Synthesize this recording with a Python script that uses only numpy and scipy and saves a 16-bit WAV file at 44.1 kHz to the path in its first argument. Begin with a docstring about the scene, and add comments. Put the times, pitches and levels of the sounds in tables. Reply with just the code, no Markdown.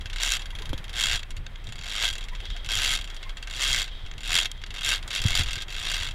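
"""Metallic clicks, single or in fast rattling runs: a big-game fishing reel cranked by hand on a boat.
Two sprung pawls, one just behind the other, snap over the spool's teeth: shaped noise rings a bank of frame modes.
Grainy friction noise rubs through narrow resonances. An unsteady sine throbs as the engine; lumpy low noise
is wind on the microphone, and softer coloured noise the sea. Short resonant puffs suggest water slopping,
and decaying low swings with blunt knocks are bumps on the mount."""
import sys
import numpy as np
from scipy import signal
from scipy.fft import rfft, irfft
from scipy.io import wavfile
from scipy.ndimage import uniform_filter1d

SR = 44100
rng = np.random.default_rng(int(sys.argv[2]) if len(sys.argv) > 2 else 0)


def put_to_file(sound):
    """Save the sound as 16-bit audio at rate SR, in the file named by the first command-line argument."""
    columns = np.atleast_2d(sound).T  # one column per channel
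    safe = np.clip(columns, -1, 1)
    whole_steps = np.round(safe * 32767)
    wavfile.write(sys.argv[1], SR, whole_steps.astype(np.int16))


N = 270774


def amp(db):
    """Decibels to linear gain."""
    return 10 ** (np.asarray(db) / 20)


def evened(x):
    """Scale to rms 1."""
    return x / np.sqrt(np.mean(x ** 2) + 1e-20)


def curve(rows):
    """Value columns of a table whose first column is time, joined by straight lines over all samples."""
    s, *columns = np.transpose(rows)
    return [np.interp(np.arange(N) / SR, s, c) for c in columns]


def coloured(points):
    """Noise of rms 1 with the given spectrum, joined along log frequency."""
    hz = np.fft.rfftfreq(N, 1 / SR)
    f, db = np.transpose(points)
    gain = amp(np.interp(np.log(hz + 1), np.log(f + 1), db))
    return evened(irfft(rfft(rng.standard_normal(N)) * gain, N))


def wander(hz):
    """Random fluctuation of rms 1, slower than the given corner frequency."""
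    lowpass = signal.butter(2, hz, fs=SR, output="sos")
    return evened(signal.sosfilt(lowpass, rng.standard_normal(N)))


def ring(x, hz, width):
    """A resonance of gain 1 at its centre; the narrower it is, the longer it rings."""
    r = np.exp(-np.pi * width / SR)
    return 2 * signal.lfilter([1 - r], [1, -r * np.exp(2j * np.pi * hz / SR)], x).real


def split(x):
    """Dull, bright and topmost parts."""
    bright_hz, top_hz = 4500, 9500
    bands = ((bright_hz, "low"), ((bright_hz, top_hz), "band"), (top_hz, "high"))
    return [signal.sosfilt(signal.butter(3, hz, kind, fs=SR, output="sos"), x) for hz, kind in bands]


def engine():
    """A throbbing sine whose firing rate and level both wander, as uneven combustion does."""
    # slow course of the engine's rms before its flutter: (time [s], level [dB])
    engine_level = [(0, -35.5), (1.25, -38), (1.4, -36), (1.9, -39), (2.7, -34.5), (3.75, -39),
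                    (5.27, -38.5), (6.14, -36)]
    firing_hz = 29.3 + 3.6 * wander(hz=9)
    turns = np.cumsum(firing_hz) / SR
    level_db = curve(engine_level)[0] + 2.8 * wander(hz=6.3)
    return np.sqrt(2) * amp(level_db) * np.sin(2 * np.pi * turns)


def wind():
    """Turbulence on the microphone: low noise whose gusts rise and fall exponentially, broken into lumps."""
    # gust peaks, added to the lull before the lumps: (time [s], level [dB])
    gust_peaks = [(0, -37), (.7, -34), (1.08, -32), (1.4, -39), (1.69, -37.5), (2.51, -42.5), (2.77, -38),
                  (3.69, -39), (4.05, -47), (4.35, -40.5), (4.7, -43), (5.27, -28.5), (5.4, -31),
                  (6.12, -40)]
    # colour of the buffeting: (frequency [Hz], density [dB per Hz])
    wind_colour = [(6, -22), (12, 6), (22, -0.5), (33, -14), (42, -9), (62, -5), (81, -7), (126, -14.5),
                   (200, -27), (300, -33), (520, -37.5), (880, -120)]
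    lull_db, rise_s, fall_s = -42.5, 0.031, 0.044
    t = np.arange(N) / SR
    strength = amp(lull_db)
    for s, db in gust_peaks:
        strength = strength + amp(db) * np.exp(np.minimum((t - s) / rise_s, (s - t) / fall_s))
    lumps = amp(2.57 * wander(hz=21))
    return strength * lumps * coloured(wind_colour)


def sea():
    """Sea and wake: a swelling wash of coloured noise, made slightly lumpy at two speeds."""
    # colour of the wash: (frequency [Hz], density [dB per Hz])
    sea_colour = [(88, -36), (150, 1.5), (264, -4), (1360, -4), (2100, -2.5), (2870, -10), (3290, -11.5),
                  (5150, -23), (13400, -31), (16000, -37)]
    # its swell, before the lumps: (time [s], level [dB])
    swell = [(0, -51.5), (.6, -49.5), (1.6, -53.5), (2.0, -51.5), (3.2, -50.5), (4.6, -54), (5.0, -49.5),
             (6.14, -50)]
    level_db = curve(swell)[0] + 0.97 * wander(hz=8.9) + 0.91 * wander(hz=40)
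    return amp(level_db) * coloured(sea_colour)


def teeth():
    """Times, levels, brightness and scraping of all snaps: each tooth trips the first pawl, then the second."""
    # teeth passed slowly, one by one: (time [s], level [dB], brightness [dB])
    slow_snaps = [(.0083, -33, -12), (0.0567, -27.5, -12), (.098, -30.5, -8), (.1301, -27.5, -8),
                  (.1595, -25.5, -5), (.1827, -27, -8), (0.1994, -24.5, -9), (.393, -29.5, -7),
                  (.409, -39, -7), (.418, -32, -10), (0.4558, -31, -10.5), (.504, -32.5, -13),
                  (.5505, -30, -15), (0.586, -30, -13.5), (.619, -30.5, -13), (0.6544, -30.5, -14),
                  (.6918, -32.5, -9), (0.7303, -28, -12.5), (0.7768, -31.5, -11), (0.841, -33, -12),
                  (.893, -31, -8.5), (1.192, -31, -5.5), (1.3052, -34, -1), (1.366, -34, -3),
                  (1.6413, -43, -1), (1.6688, -34, -7), (1.689, -36.5, -6), (1.7222, -31, -5.5),
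                  (1.7556, -35, -4), (2.226, -35, -15), (2.2392, -36, -0.5), (2.2842, -31.5, -7),
                  (2.3495, -31, -12), (2.4014, -32.5, -8), (2.453, -30.5, -9), (2.501, -30, -10),
                  (2.5637, -30.5, -10), (2.645, -32, -5.5), (2.6603, -31, -6), (2.9876, -28.5, -7),
                  (3.0108, -28.5, -6), (3.0419, -31.5, -3.5), (3.074, -33.5, -10), (3.0995, -31.5, -9),
                  (3.144, -41.5, 1.5), (3.164, -34, -6.5), (3.2278, -29.5, -11), (3.2928, -31, -9.5),
                  (3.3699, -30, -6), (3.4258, -28.5, -8.5), (3.4717, -28, -10), (3.8595, -42, -2.5),
                  (3.8768, -33.5, -14), (4.062, -35.5, -8), (4.1796, -33.5, -6.5), (4.2058, -32.5, -3),
                  (4.6152, -36, -10), (4.663, -34.5, -6), (4.7044, -29.5, -10), (5.026, -32, -9),
                  (5.077, -32, 0.5), (5.4764, -31, -11), (6.109, -31.5, -7)]
    # clean lone ticks of one pawl: (time [s], level [dB], brightness [dB])
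    lone_ticks = [(.88, -35, -17), (1.23, -27, -11), (1.464, -28.5, -17), (1.5566, -33.5, -24),
                  (4.1123, -30, -23), (4.136, -35, -19), (4.5145, -28.5, 1.5), (4.5755, -44, -16),
                  (4.637, -25.5, -17)]
    # fast runs, one curve each, before the tooth-to-tooth scatter:
    # (time [s], teeth passed [count], lag of second pawl [ms], level [dB], second pawl above first [dB])
    fast_runs = [
        [(.2063, 0, 9.5, -26, 5), (.2253, 1, 7, -23, 4), (.2415, 2, 6, -25, 3), (.283, 5, 7, -23, 1),
         (.2965, 6, 6, -34, 12), (.3117, 7, 7, -21.5, 2), (.3597, 10, 7.5, -24, 0)],
        [(.929, 0, 8, -32, 1), (.9488, 1, 7.5, -31, 1), (.9818, 3, 8, -22.5, 1), (.997, 4, 10.5, -21, 2),
         (1.0147, 5, 12, -23, 2), (1.0363, 6, 8, -17, -6), (1.0556, 7, 12, -19, 1), (1.076, 8, 7, -30, 11),
         (1.0943, 9, 7, -20, -4), (1.1123, 10, 9, -20, -2), (1.147, 12, 9, -22, 0), (1.163, 13, 11, -30, 0)],
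        [(1.7816, 0, 7, -35, 0), (1.811, 1, 10, -32, -2), (1.857, 3, 7, -30, 0), (1.914, 6, 7.5, -29, 1),
         (1.952, 8, 9, -25, 2), (1.99, 10, 8, -26, 2), (2.0425, 13, 9, -20.5, 3), (2.06, 14, 7, -24, -1),
         (2.0777, 15, 8.5, -22, -2), (2.1, 16, 8, -27, -5), (2.1529, 18, 7.5, -28, -7),
         (2.2074, 20, 9, -33, -12)],
        [(2.688, 0, 9.5, -23, 0), (2.7425, 3, 10.5, -23, 2), (2.7643, 4, 7, -22, 0), (2.7955, 6, 6.5, -22, 0),
         (2.869, 11, 6.5, -22, 2), (2.943, 16, 7, -24, 2), (2.96, 17, 13, -24, -3)],
        [(3.4987, 0, 10, -34, 5), (3.5264, 1, 9, -32, 3), (3.547, 2, 8, -31, 0), (3.578, 4, 8, -29, 0),
         (3.608, 6, 9, -22, 0), (3.6536, 9, 8, -22, 0), (3.7135, 13, 7, -22, -4), (3.728, 14, 9, -20, -3),
         (3.745, 15, 6, -19, -10), (3.777, 17, 9, -21, -1), (3.817, 19, 10, -21, -4), (3.841, 20, 9, -29, -10)],
        [(4.233, 0, 7, -30, -2), (4.281, 3, 12, -28, 6), (4.305, 4, 12, -19.5, 2), (4.3755, 7, 11.5, -14, 0),
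         (4.399, 8, 12, -18.5, -2), (4.422, 9, 7, -25, 3), (4.446, 10, 9, -24, 4)],
        [(4.7404, 0, 8, -30, -4), (4.781, 2, 8, -28, -3), (4.808, 3, 9, -28, 1), (4.831, 4, 7.5, -26, 0),
         (4.846, 5, 8, -22.5, -1), (4.889, 8, 7, -21, -2), (4.902, 9, 11.5, -19, 0), (4.919, 10, 9.5, -20, 0),
         (4.9356, 11, 10.5, -21, 0), (4.978, 13, 11, -31, -10)],
        [(5.104, 0, 8.5, -24, -2), (5.129, 1, 9, -26, 2), (5.15, 2, 8.5, -25, 4), (5.19, 4, 8.5, -28, 0),
         (5.2165, 5, 12, -25, -12), (5.238, 6, 16, -22, -3), (5.262, 7, 8, -25, 0), (5.282, 8, 13, -23, 0),
         (5.328, 10, 12.5, -22, -3), (5.351, 11, 12.5, -16, -3), (5.3736, 12, 11.5, -17, -3),
         (5.391, 13, 9, -19, -7), (5.408, 14, 9, -23, -2), (5.433, 15, 9, -27, -8), (5.484, 17, 8, -28, -6),
         (5.507, 18, 7.5, -24, -7), (5.6026, 22, 7, -30, 0), (5.62, 23, 8.5, -31, -6)],
        [(5.6815, 0, 10, -33, -6), (5.7233, 2, 9, -29, -10), (5.742, 3, 7, -30, 0), (5.763, 4, 10, -28, -8),
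         (5.797, 6, 11, -29, -4), (5.868, 10, 13, -25, -2), (5.904, 12, 11.5, -27, 4), (5.942, 14, 14, -23, -2),
         (5.9876, 16, 13, -26, 1), (6.072, 20, 14, -28, -2)],
    ]
    # touch of each run, for a snap of -25 dB:
    # (brightness of first pawl [dB], brightness of second pawl [dB], share of scraping [0-1])
    run_touch = [(-3.5, -0.5, 0.09), (-4, -5, 0.24), (-5, -5.5, 0.17), (-5.5, -2.5, 0.16), (-3.5, -3, 0.24),
                 (-5.5, -5, 0.26), (-4.5, -8, 0.24), (-3, -8, 0.44), (-6, -2.5, 0.42)]
    slow_lag_ms, slow_second_db, slow_scrape = 8.2, -12, 0.33
    jitter_ms, uneven_db, uneven_bright_db = .4, 1.3, 2.5  # scatter from tooth to tooth
    scrape_per_db, bright_per_db = 0.01, 0.2954  # in runs, strong snaps scrape less and are brighter

    s, db, bright_db = np.transpose(slow_snaps)
    scrape = np.full(len(s), slow_scrape)
    rows = [(s, db, bright_db, scrape),
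            (s + slow_lag_ms / 1000, db + slow_second_db, bright_db, scrape),
            (*np.transpose(lone_ticks), np.zeros(len(lone_ticks)))]
    for run, (first_bright_db, second_bright_db, scrape) in zip(fast_runs, run_touch):
        at, passed, *columns = np.transpose(run)
        # one moment for each whole tooth
        s = np.interp(np.arange(round(passed[-1]) + 1), passed, at)
        lag_ms, db, second_db = (np.interp(s, at, c) for c in columns)
        above_25 = db + 25
        pawl_pair = ((0, db, first_bright_db), (lag_ms, db + second_db, second_bright_db))
        for delay_ms, level_db, bright_db in pawl_pair:
            a, b, c = rng.standard_normal((32, 3))[:len(s)].T
            rows.append((s + (delay_ms + jitter_ms * a) / 1000,
                         level_db + uneven_db * b,
                         bright_db + bright_per_db * above_25 + uneven_bright_db * c,
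                         scrape - scrape_per_db * above_25))
    rows = np.hstack(rows)
    return rows[:, np.argsort(rows[0])]


def struck(at, db, scrape, rise, fall, slow_fall):
    """Envelope of all snaps: a clean snap swells and stops, a scraping one drags on before it stops."""
    out, t = np.zeros(N), np.arange(3000) / SR
    for share, time in ((1 - scrape, fall), (scrape, slow_fall)):
        blows = np.zeros(N)
        blows[at] = amp(db) * np.sqrt(share)
        shape = (1 - np.exp(-t / rise)) ** 2 * np.exp(-(t / time) ** 1.52)
        shape *= np.sqrt(0.00099 * SR) / np.linalg.norm(shape)  # same energy however long it lasts
        out += signal.oaconvolve(blows, shape)[:N]
    return out


def latest_snap(at):
    """For every sample, the index of the snap last begun."""
    return np.clip(np.searchsorted(at, np.arange(N)) - 1, 0, None)


def held(x, drive, at):
    """Each snap spends the energy its spring stored: its energy is pulled towards that of its drive."""
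    ratio = np.add.reduceat(drive ** 2, at) / (np.add.reduceat(x ** 2, at) + 1e-12)
    gain = np.clip(ratio, .2, 5) ** .4
    return x * uniform_filter1d(gain[latest_snap(at)], size=30)


def pawl():
    """Each snap is a burst of chatter, which rings the metal frame with another balance of modes each time."""
    # the reel's frame and side plates, before the balance varies: (frequency [Hz], width [Hz], level [dB])
    frame_modes = [(728, 18, -8.5), (1280, 17, -6.5), (1592, 51, -1), (2166, 143, -1), (2678, 27, 2),
                   (2803, 186, -0.5), (3282, 168, 5.5), (3654, 99, 1), (3840, 62, -9), (4584, 58, -2.5),
                   (5540, 145, -9.5), (7000, 176, -6), (8150, 140, -18.5), (9960, 240, -12.5)]
    # rattle of the small parts between the modes: (frequency [Hz], density [dB per Hz])
    rattle_colour = [(240, -80), (400, -27), (1130, -20), (1580, -7.5), (2400, -11), (3260, -5.5),
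                     (5110, -11.5), (7170, 4), (9500, -41.5), (12500, -16), (15000, -22), (16500, -40)]
    # ring of the pawl spring: (time [s], level [dB])
    spring_level = [(0, 10), (.18, -12), (.4, -6), (.5, 12), (.85, 10), (1.05, -13), (2.05, -4), (2.5, -4),
                    (3.2, -4), (3.7, -11), (4.4, -4), (4.7, -1.5), (6.14, -10)]
    spring_hz, spring_width_hz = 10900, 600
    hiss_db = -5
    treble_scrape = .7  # share of the scraping that reaches the treble

    s, db, bright_db, scrape = teeth()
    at = np.clip((s * SR).astype(int), 0, N - 1)
    which = latest_snap(at)
    # the balance drifts over a few neighbouring snaps
    drift = uniform_filter1d(rng.standard_normal((len(s), len(frame_modes))), 4, axis=0)
    balance = amp(2.5 * evened(drift))
    grit = amp(1.26 * wander(hz=1430))  # the chatter is a cluster of tiny knocks

    scrape, thin = np.clip([scrape, treble_scrape * scrape], 0, 1)
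    # rise, clean fall and scraping fall [s] of the dull, bright and topmost chatter
    drives = (struck(at, db, scrape, .0012, 0.0033, 0.016),
              struck(at, db + bright_db, thin, .0011, 0.0017, 0.013),
              struck(at, db + 1.16 * bright_db, thin, .0011, 0.0029, 0.014))
    rattles = split(coloured(rattle_colour))

    # topmost part: hiss of the rattle and ring of the spring
    out = amp(hiss_db) * rattles[2] * drives[2] * grit
    spring = ring(rng.standard_normal(N) * drives[2], spring_hz, spring_width_hz)
    out += amp(curve(spring_level)[0]) * spring

    # dull and bright parts: rattle mixed with the ringing frame [dB above the rattle]
    for half, ring_db in enumerate([4, -1]):
        chatter = rng.standard_normal(N) * drives[half] * grit
        modes = np.zeros(N)
        for k, (hz, width, mode_db) in enumerate(frame_modes):
            modes += amp(mode_db) * ring(chatter * balance[which, k], hz, width)
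        rattle = evened(rattles[half] * drives[half] * grit)
        parts = rattle + amp(ring_db) * evened(split(modes)[half])
        level = np.sqrt(np.mean(drives[half] ** 2))
        out += held(level * evened(parts), drives[half], at)
    return out


def rub(pawls):
    """Gears rub: grainy friction in narrow resonances of the spool, its power following the work of the pawls."""
    # what the rubbing sings in: (frequency [Hz], width of the sharper filter [Hz], level [dB])
    rub_modes = [(1776, 120, -12.5), (2040, 28, -6), (3264, 86, -2), (3317, 400, -5.5), (3650, 240, -9.5),
                 (4250, 660, -23), (7280, 120, -29)]
    # line drag between runs: (middle [s], length [s], level [dB])
    whirs = [(1.598, .3, -56.5), (2.505, 0.42, -43.5), (3.182, 0.37, -49.5), (3.905, 0.63, -46.5),
             (4.556, 0.68, -53)]
    under_pawl_db, smear_s, idle_db = -15.5, 0.053, -63
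    grain = rng.standard_normal(N) * amp(2.0 * wander(hz=120))
    rung = np.zeros(N)
    for hz, width, db in rub_modes:
        rung += amp(db) * ring(ring(grain, hz, width), hz, 3 * width)
    t = np.arange(N) / SR
    pawl_power = abs(uniform_filter1d(pawls ** 2, int(smear_s * SR)))
    power = amp(2 * under_pawl_db) * pawl_power + amp(2 * idle_db)  # doubled dB: these are powers
    for s, length, db in whirs:
        power += amp(2 * db) * np.exp(-(4 * (t - s) / length) ** 2)
    return np.sqrt(power) * evened(rung)


def bloops():
    """Perhaps water slopping: soft puffs of noise in a narrow resonance and its overtone."""
    # short faint tones, level before the puff's fade: (time [s], length [s], frequency [Hz], level [dB])
    puffs = [(0.524, 0.025, 980, -45), (0.591, 0.048, 430, -47), (0.604, 0.057, 1005, -51),
             (2.308, .05, 983, -43.5), (2.412, 0.046, 387, -50), (2.534, 0.054, 710, -51),
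             (3.231, 0.091, 1050, -48)]
    out = np.zeros(N)
    for s, length, hz, db in puffs:
        noise = rng.standard_normal(8000)
        tone = ring(noise, hz, 47.0) + 0.7 * ring(noise, 2 * hz, 60.)
        puff = evened(tone[-round(length * SR):])  # the end, where the resonance has built up
        out[round(s * SR):][:len(puff)] += amp(db) * np.hanning(len(puff)) * puff
    return out


def bumps():
    """A low, lopsided, decaying swing of the microphone and a blunt knock that rings the mount."""
    # bumps on the mount, swing level before its rise and decay:
    # (swing time [s], swing level [dB], swing frequency [Hz], t60 [s], knock time [s], knock level [dB])
    bump_rows = [(0.739, -13.5, 91, 0.028, .731, -16.5), (5.2519, -2.5, 101, 0.061, 5.249, -25),
                 (5.393, -17.5, 105, 0.06, 5.393, -30)]
    # modes of the mount: (frequency [Hz], width [Hz], level [dB])
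    mount_modes = [(292, 69, -7), (520, 39, -15.5), (850, 140, -16.5), (1230, 150, -30)]
    out, knocks, t = np.zeros(N), np.zeros(N), np.arange(6000) / SR
    for s, db, hz, t60, knock_s, knock_db in bump_rows:
        lopsided = 0.24 * np.sin(4 * np.pi * hz * t) * amp(-40 * t / t60)  # the octave dies sooner
        swing = np.sin(2 * np.pi * hz * t) - lopsided
        envelope = (1 - np.exp(-t / 0.0034)) ** 2 * amp(db - 60 * t / t60)
        out[round(s * SR):][:len(t)] -= swing * envelope
        knocks[round(knock_s * SR):][:15] = -amp(knock_db) * np.hanning(15) / 7
    for hz, width, db in mount_modes:
        out += amp(db) * ring(knocks, hz, width) * SR / (2 * np.pi * width)
    return out


def scene():
    """All layers summed into one channel; the rubbing follows the pawls."""
    pawls = pawl()
    return (engine() + wind() + sea() + pawls + rub(pawls) + bloops() + bumps())[None]


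def record(dry):
    """The band limit: a steep lowpass at 15.9 kHz."""
    lowpass = signal.firwin(511, 15900, window=("kaiser", 9), fs=SR)
    return signal.oaconvolve(dry, lowpass[None], "same")


dry = scene()
out = record(dry)
put_to_file(out)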